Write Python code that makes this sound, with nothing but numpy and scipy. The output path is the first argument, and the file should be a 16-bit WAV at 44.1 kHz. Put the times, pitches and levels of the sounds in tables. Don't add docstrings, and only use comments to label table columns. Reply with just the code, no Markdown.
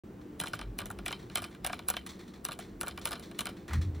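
import sys
import numpy as np
from scipy import signal
from scipy.fft import rfft, irfft
from scipy.io import wavfile

SR = 44100
rng = np.random.default_rng(int(sys.argv[2]) if len(sys.argv) > 2 else 0)


def to_wav(sig):
    pcm = np.clip(np.atleast_2d(sig), -1, 1) * 32767
    pcm = np.round(pcm).astype(np.int16)
    wavfile.write(sys.argv[1], SR, pcm.T)


def gain_from_db(level_db):
    decades = np.asarray(level_db, float) / 20
    return 10 ** decades


N = 176400
T = np.arange(N) / SR
HZ = np.fft.rfftfreq(N, 1 / SR)

# frequency in Hz, level in dB.
ROOM_COLOUR = [(45, -19), (115, -4), (200, 0), (400, -4), (600, -16), (1500, -24), (5000, -39), (8500, -39),
               (12500, -34)]
# frequency in Hz, level in dB.
ROOM_SIDE_COLOUR = [(100, -28), (800, -6), (1300, -8), (2400, -14)]
# centre in Hz, width in Hz, level in dB.
ROOM_HUMS = [(193, 25, -57), (301, 6, -59), (343, 9, -59)]
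# time in seconds, level in dB.
HAND_RUMBLE = [
    (.05, -58),
    (.6, -56),
    (1.1, -57),
    (2.3, -59),
    (3.1, -55),
    (3.6, -56),
]
# centre in seconds, pitch in Hz, length in seconds, level in dB.
FINGER_BUMPS = [(.56, 110, .06, -49), (.68, 48, .13, -39), (.69, 110, .08, -45), (.82, 95, .06, -48),
                (.86, 50, .07, -49), (.91, 100, .05, -49), (1.0, 52, .11, -45), (1.26, 120, .07, -49),
                (1.42, 100, .08, -51), (1.65, 58, .09, -49), (2.01, 70, .08, -52), (2.76, 47, .1, -49),
                (2.92, 60, .06, -50)]
# time in seconds, level in dB.
PHONE_JOLT = [
    (3.68, -55),
    (3.72, -36),
    (3.77, -24),
    (3.82, -30),
    (3.85, -38),
    (3.88, -28),
    (3.92, -40),
    (3.96, -36),
    (4, -40),
]
# time in seconds, level in dB.
SIDE_DRIPS = [
    (.197, -48),
    (.297, -51),
    (1.232, -49),
    (1.265, -52),
]
# start in seconds, fall in seconds, mouth level in dB, lips level in dB.
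TONGUE_LAPS = [(.21, .02, -62, -62), (1.19, .05, -58, -56), (1.31, .04, -56, -58), (1.51, .04, -60, -60),
               (2.062, .02, -50, -49), (2.089, .04, -52, -47), (2.19, .045, -56, -56),
               (2.275, .025, -60, -57), (2.335, .04, -57, -57), (2.6, .06, -55, -53),
               (3.012, .03, -53, -48), (3.224, .04, -54, -49), (3.345, .035, -59, -59),
               (3.565, .05, -59, -59), (3.679, .045, -47, -53), (3.706, .015, -45, -60),
               (3.731, .022, -39, -42), (3.812, .035, -53, -50), (3.945, .05, -59, -59)]
# frequency in Hz, level in dB.
MOUTH_COLOUR = [(600, -13), (1130, 0), (1450, -7), (1870, 0), (2400, -5), (2900, -14), (5000, -26)]
# frequency in Hz, level in dB.
LIPS_COLOUR = [(2800, -17), (3500, 0), (3800, -5), (4250, -1), (4800, -12), (5500, -7), (7000, -12),
               (10000, -11), (15000, -15)]
# time in seconds, bottle dB, tube dB, ball dB.
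SPOUT_KNOCKS = [(0.4002, -41, -28, -21), (0.4127, -34, -41, -29), (0.4368, -31, -38, -33),
                (0.4584, -45, -37, -36), (0.4711, -46, -32, -33), (0.5337, -29, -30, -31),
                (0.5912, -39, -33, -38), (0.6133, -40, -34, -37), (0.788, -36, -28, -23),
                (0.8035, -37, -41, -37), (0.8167, -34, -40, -38), (0.8573, -46, -44, -30),
                (0.9022, -36, -44, -36), (0.9882, -43, -36, -41), (1.0613, -35, -28, -25),
                (1.0816, -38, -29, -27), (1.1075, -35, -34, -40), (1.1266, -37, -28, -33),
                (1.2989, -43, -43, -48), (1.3561, -32, -23, -16), (1.3724, -39, -29, -25),
                (1.3793, -34, -42, -34), (1.4199, -37, -42, -32), (1.4408, -40, -32, -34),
                 (1.5487, -48, -47, -50), (1.647, -30, -24, -21), (1.6643, -39, -31, -20),
                 (1.6713, -44, -43, -25), (1.6963, -33, -39, -44), (1.7302, -35, -28, -29),
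                 (1.7918, -40, -34, -39), (1.885, -31, -30, -16), (1.901, -30, -36, -17),
                 (1.9385, -39, -36, -40), (1.9673, -37, -25, -29), (2.0636, -46, -45, -38),
                 (2.4507, -36, -29, -19), (2.4867, -31, -37, -33), (2.5103, -43, -40, -40),
                 (2.5188, -46, -35, -34), (2.5897, -38, -40, -32), (2.8112, -35, -31, -19),
                (2.8315, -30, -38, -27), (2.8705, -36, -34, -37), (2.8817, -44, -37, -25),
               (2.9105, -52, -41, -52), (2.9761, -37, -35, -36), (3.0548, -31, -25, -20),
               (3.072, -32, -35, -27), (3.1089, -39, -43, -31), (3.1179, -40, -31, -31),
               (3.1294, -36, -30, -31), (3.1547, -48, -41, -49), (3.1963, -51, -53, -36),
               (3.3132, -43, -43, -42), (3.3901, -35, -28, -21), (3.407, -36, -31, -23),
               (3.4557, -37, -31, -27), (3.4686, -35, -32, -30), (3.4905, -46, -43, -39),
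               (3.6803, -50, -50, -41), (3.7078, -39, -52, -50), (3.7324, -46, -46, -39)]
# time in seconds, level in dB.
BALL_TICKS = [(0.3954, -30), (0.3982, -30), (0.4032, -25), (0.4105, -24), (0.44, -33), (0.466, -28),
              (0.4808, -27), (0.484, -32), (0.5388, -27), (0.5432, -25), (0.55, -29), (0.5551, -33),
              (0.7837, -28), (0.796, -30), (0.866, -31), (0.912, -28), (1.0568, -27), (1.0722, -29),
              (1.0789, -22), (1.1175, -26), (1.3522, -28), (1.3812, -24), (1.4258, -29), (1.431, -28),
              (1.4462, -26), (1.6434, -31), (1.7255, -33), (1.7403, -32), (1.7445, -35), (1.8813, -27),
              (1.8913, -22), (1.9055, -18), (1.9767, -35), (2.0654, -28), (2.0709, -31), (2.4461, -28),
              (2.4623, -31), (2.5242, -31), (2.5305, -27), (2.5995, -29), (2.8061, -28), (2.8202, -29),
              (2.864, -29), (2.8877, -28), (2.9888, -35), (2.9951, -34), (3.0507, -29), (3.0633, -26),
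              (3.0751, -28), (3.0775, -27), (3.0895, -28), (3.1273, -28), (3.1334, -25), (3.3863, -30),
              (3.3932, -20), (3.4119, -25), (3.496, -36), (3.7345, -28)]
# frequency in Hz, level in dB, T60 in seconds.
BOTTLE_MODES = [(200, -6, .03), (520, -5, .012), (721, 0, .02), (926, -4, .025), (1200, 0, .02),
                (1430, 0, .03), (1650, -2, .012)]
TUBE_MODES = [(2050, -4, .008), (2350, -1, .018), (2950, -2, .009), (3110, -6, .09), (3450, -3, .007),
              (4090, -2, .011), (5100, -6, .004)]
BALL_MODES = [(5900, -13, .003), (6900, -10, .003), (7800, -7, .003), (9000, -4, .003), (10500, 0.1, .003),
              (12300, 1.5, .006), (13800, -6, .003), (15400, -14, .004)]
# rise in seconds, fall in seconds, tail dB, tail fall in seconds,
# after-sound dB, gain dB, lead-in dB, clean strike dB.
BOTTLE_CONTACT = (.001, .003, -13, .012, -28, -5, -28, -11)
TUBE_CONTACT = (.0002, .0013, -15, .01, -32, -6.5, -30, -6)
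BALL_CONTACT = (.0001, .0006, -24, .008, -42, -2, -41, -6)
# frequency in Hz, left lead in radians.
PORT_PHASE = [(0, 0), (800, .3), (1500, .2), (5000, .1), (6890, -1.2), (10500, -2.8), (13000, -3.4),
              (15600, -4.6)]

ROOM_DB, ROOM_SWAY_DB = -50, 1.2
RUMBLE_HZ, JOLT_HZ = 65, 80
DRIP_HZ, DRIP_T60_S = 800, .012
LAP_RISE_S = .003
CHATTER_DB, SPOT_DB = 3, 1.3
LEAD_S, AFTER_S = .008, .05
TICK_BALL_DB, TICK_TUBE_DB = -8, -20
BOTTLE_SIDE_DB = -12
COMMON_DB = -15
START_S, LOW_CUT_HZ, TOP_HZ = .036, 35, 15800


def unit(x):
    return x / np.sqrt(np.mean(x ** 2))


def colour(table):
    hz, db = np.array(table).T
    return gain_from_db(np.interp(np.log(HZ + 1), np.log(hz), db))


def noise(gain):
    return unit(irfft(rfft(rng.standard_normal(N)) * gain, N))


def walk(rate_hz):
    knots = rng.standard_normal(2000)
    return 1.2 * np.interp(T * rate_hz, np.arange(len(knots)), knots)


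def fade(x, tau_s):
    return signal.lfilter([1], [1, -np.exp(-1 / (max(tau_s, 1e-5) * SR))], x)


def ring(x, modes, spot_db=0):
    out = 0
    for k, (hz, db, t60_s) in enumerate(modes):
        pole = np.exp(2j * np.pi * hz / SR - np.log(1000) / (t60_s * SR))
        drive = x * gain_from_db(db + spot_db * walk(25))
        mode = signal.lfilter([1], [1, -pole], drive).imag
        out = out + (-1) ** k * np.sqrt(1 - abs(pole) ** 2) * mode
    return out


def room():
    mid = gain_from_db(ROOM_DB + ROOM_SWAY_DB * walk(6)) * noise(colour(ROOM_COLOUR))
    for hz, width_hz, db in ROOM_HUMS:
        mid = mid + gain_from_db(db) * noise(1 / (1 + ((HZ - hz) / width_hz * 2) ** 2))
    side = gain_from_db(ROOM_DB - 13) * noise(colour(ROOM_COLOUR) * colour(ROOM_SIDE_COLOUR))
    return mid, side


def band(hz, width_hz):
    return noise(1 / (1 + ((HZ - hz) / width_hz) ** 4))


def hand():
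    time_s, db = np.array(HAND_RUMBLE).T
    rumble = gain_from_db(np.interp(T, time_s, db)) * band(RUMBLE_HZ, 35)
    for centre_s, hz, length_s, db in FINGER_BUMPS:
        swell = np.exp(-(2.2 * (T - centre_s) / length_s) ** 2)
        rumble = rumble + gain_from_db(db + 3) * swell * np.sin(2 * np.pi * hz * (T - centre_s) + walk(12))
    phase = 2 * np.pi * np.cumsum(JOLT_HZ * (1 + .07 * walk(15))) / SR
    wobble = 1.3 * np.sin(phase) + .3 * band(60, 15) + .2 * band(120, 20) + .22 * band(170, 50)
    time_s, db = np.array(PHONE_JOLT).T
    return rumble + gain_from_db(np.interp(T, time_s, db, left=-99)) * wobble


def drips():
    hit = np.zeros(N)
    for time_s, db in SIDE_DRIPS:
        hit[int(time_s * SR)] = gain_from_db(db + 24)
    return ring(hit, [(DRIP_HZ, 0, DRIP_T60_S), (DRIP_HZ * 1.4, -4, DRIP_T60_S)])


def tongue():
    swells = []
    for start_s, fall_s, _, _ in TONGUE_LAPS:
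        rise = np.clip((T - start_s) / LAP_RISE_S, 0, 1)
        swells.append(rise * np.exp(-np.maximum(T - start_s, 0) / fall_s))
    mouth, lips = gain_from_db(np.array(TONGUE_LAPS)[:, 2:].T) @ swells
    rubbing = mouth * noise(colour(MOUTH_COLOUR)) + lips * noise(colour(LIPS_COLOUR))
    return gain_from_db(1.5 * walk(300)) * rubbing


def struck_part(times_s, levels_db, modes, contact):
    rise_s, fall_s, tail_db, tail_s, after_db, gain_db, lead_db, clean_db = contact
    strike = np.zeros(N)
    strike[(times_s * SR).astype(int)] = gain_from_db(levels_db + gain_db)
    hit = fade(strike, rise_s) / max(rise_s * SR, 1)
    lead_in = gain_from_db(lead_db) * fade(strike[::-1], LEAD_S)[::-1]
    tail = gain_from_db(tail_db) * fade(hit, tail_s)
    after = gain_from_db(after_db) * fade(hit, AFTER_S)
    envelope = fade(hit, fall_s) + gain_from_db(CHATTER_DB * walk(400)) * (lead_in + tail + after)
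    rough = envelope * np.sign(rng.standard_normal(N))
    clean = gain_from_db(clean_db) * np.sqrt(fall_s * SR) * strike
    return ring(rough + clean, modes, SPOT_DB)


def spout():
    knock_s, bottle_db, tube_db, ball_db = np.array(SPOUT_KNOCKS).T
    tick_s, tick_db = np.array(BALL_TICKS).T
    times_s = np.r_[knock_s, tick_s]
    tube = struck_part(times_s, np.r_[tube_db, tick_db + TICK_TUBE_DB], TUBE_MODES, TUBE_CONTACT)
    ball = struck_part(times_s, np.r_[ball_db, tick_db + TICK_BALL_DB], BALL_MODES, BALL_CONTACT)
    bottle = struck_part(knock_s, bottle_db, BOTTLE_MODES, BOTTLE_CONTACT)
    cage = struck_part(knock_s, bottle_db + BOTTLE_SIDE_DB, BOTTLE_MODES[1:4], BOTTLE_CONTACT)
    return bottle + tube + ball, cage


def scene():
    mid, side = room()
    front, cage = spout()
    hz, lead_rad = np.array(PORT_PHASE).T
    split = np.exp(.5j * np.interp(HZ, hz, lead_rad))
    spectrum = rfft(mid + hand() + tongue() + front)
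    side = side + drips() + cage
    left = irfft(spectrum * split, N) + side
    right = irfft(spectrum / split, N) - side
    return np.array([left, right]) + gain_from_db(COMMON_DB) * front


def low_pass(x):
    return signal.sosfilt(signal.butter(12, 17150, fs=SR, output="sos"), x)


def record(dry):
    low_cut = signal.lfilter(*signal.butter(2, LOW_CUT_HZ, "high", fs=SR), dry)
    top_cut = signal.ellip(8, .2, 40, TOP_HZ, fs=SR, output="sos")
    x = signal.sosfilt(top_cut, low_cut)
    return low_pass(x * np.clip((T - START_S) / .001, 0, 1))


dry = scene()
out = record(dry)
to_wav(out)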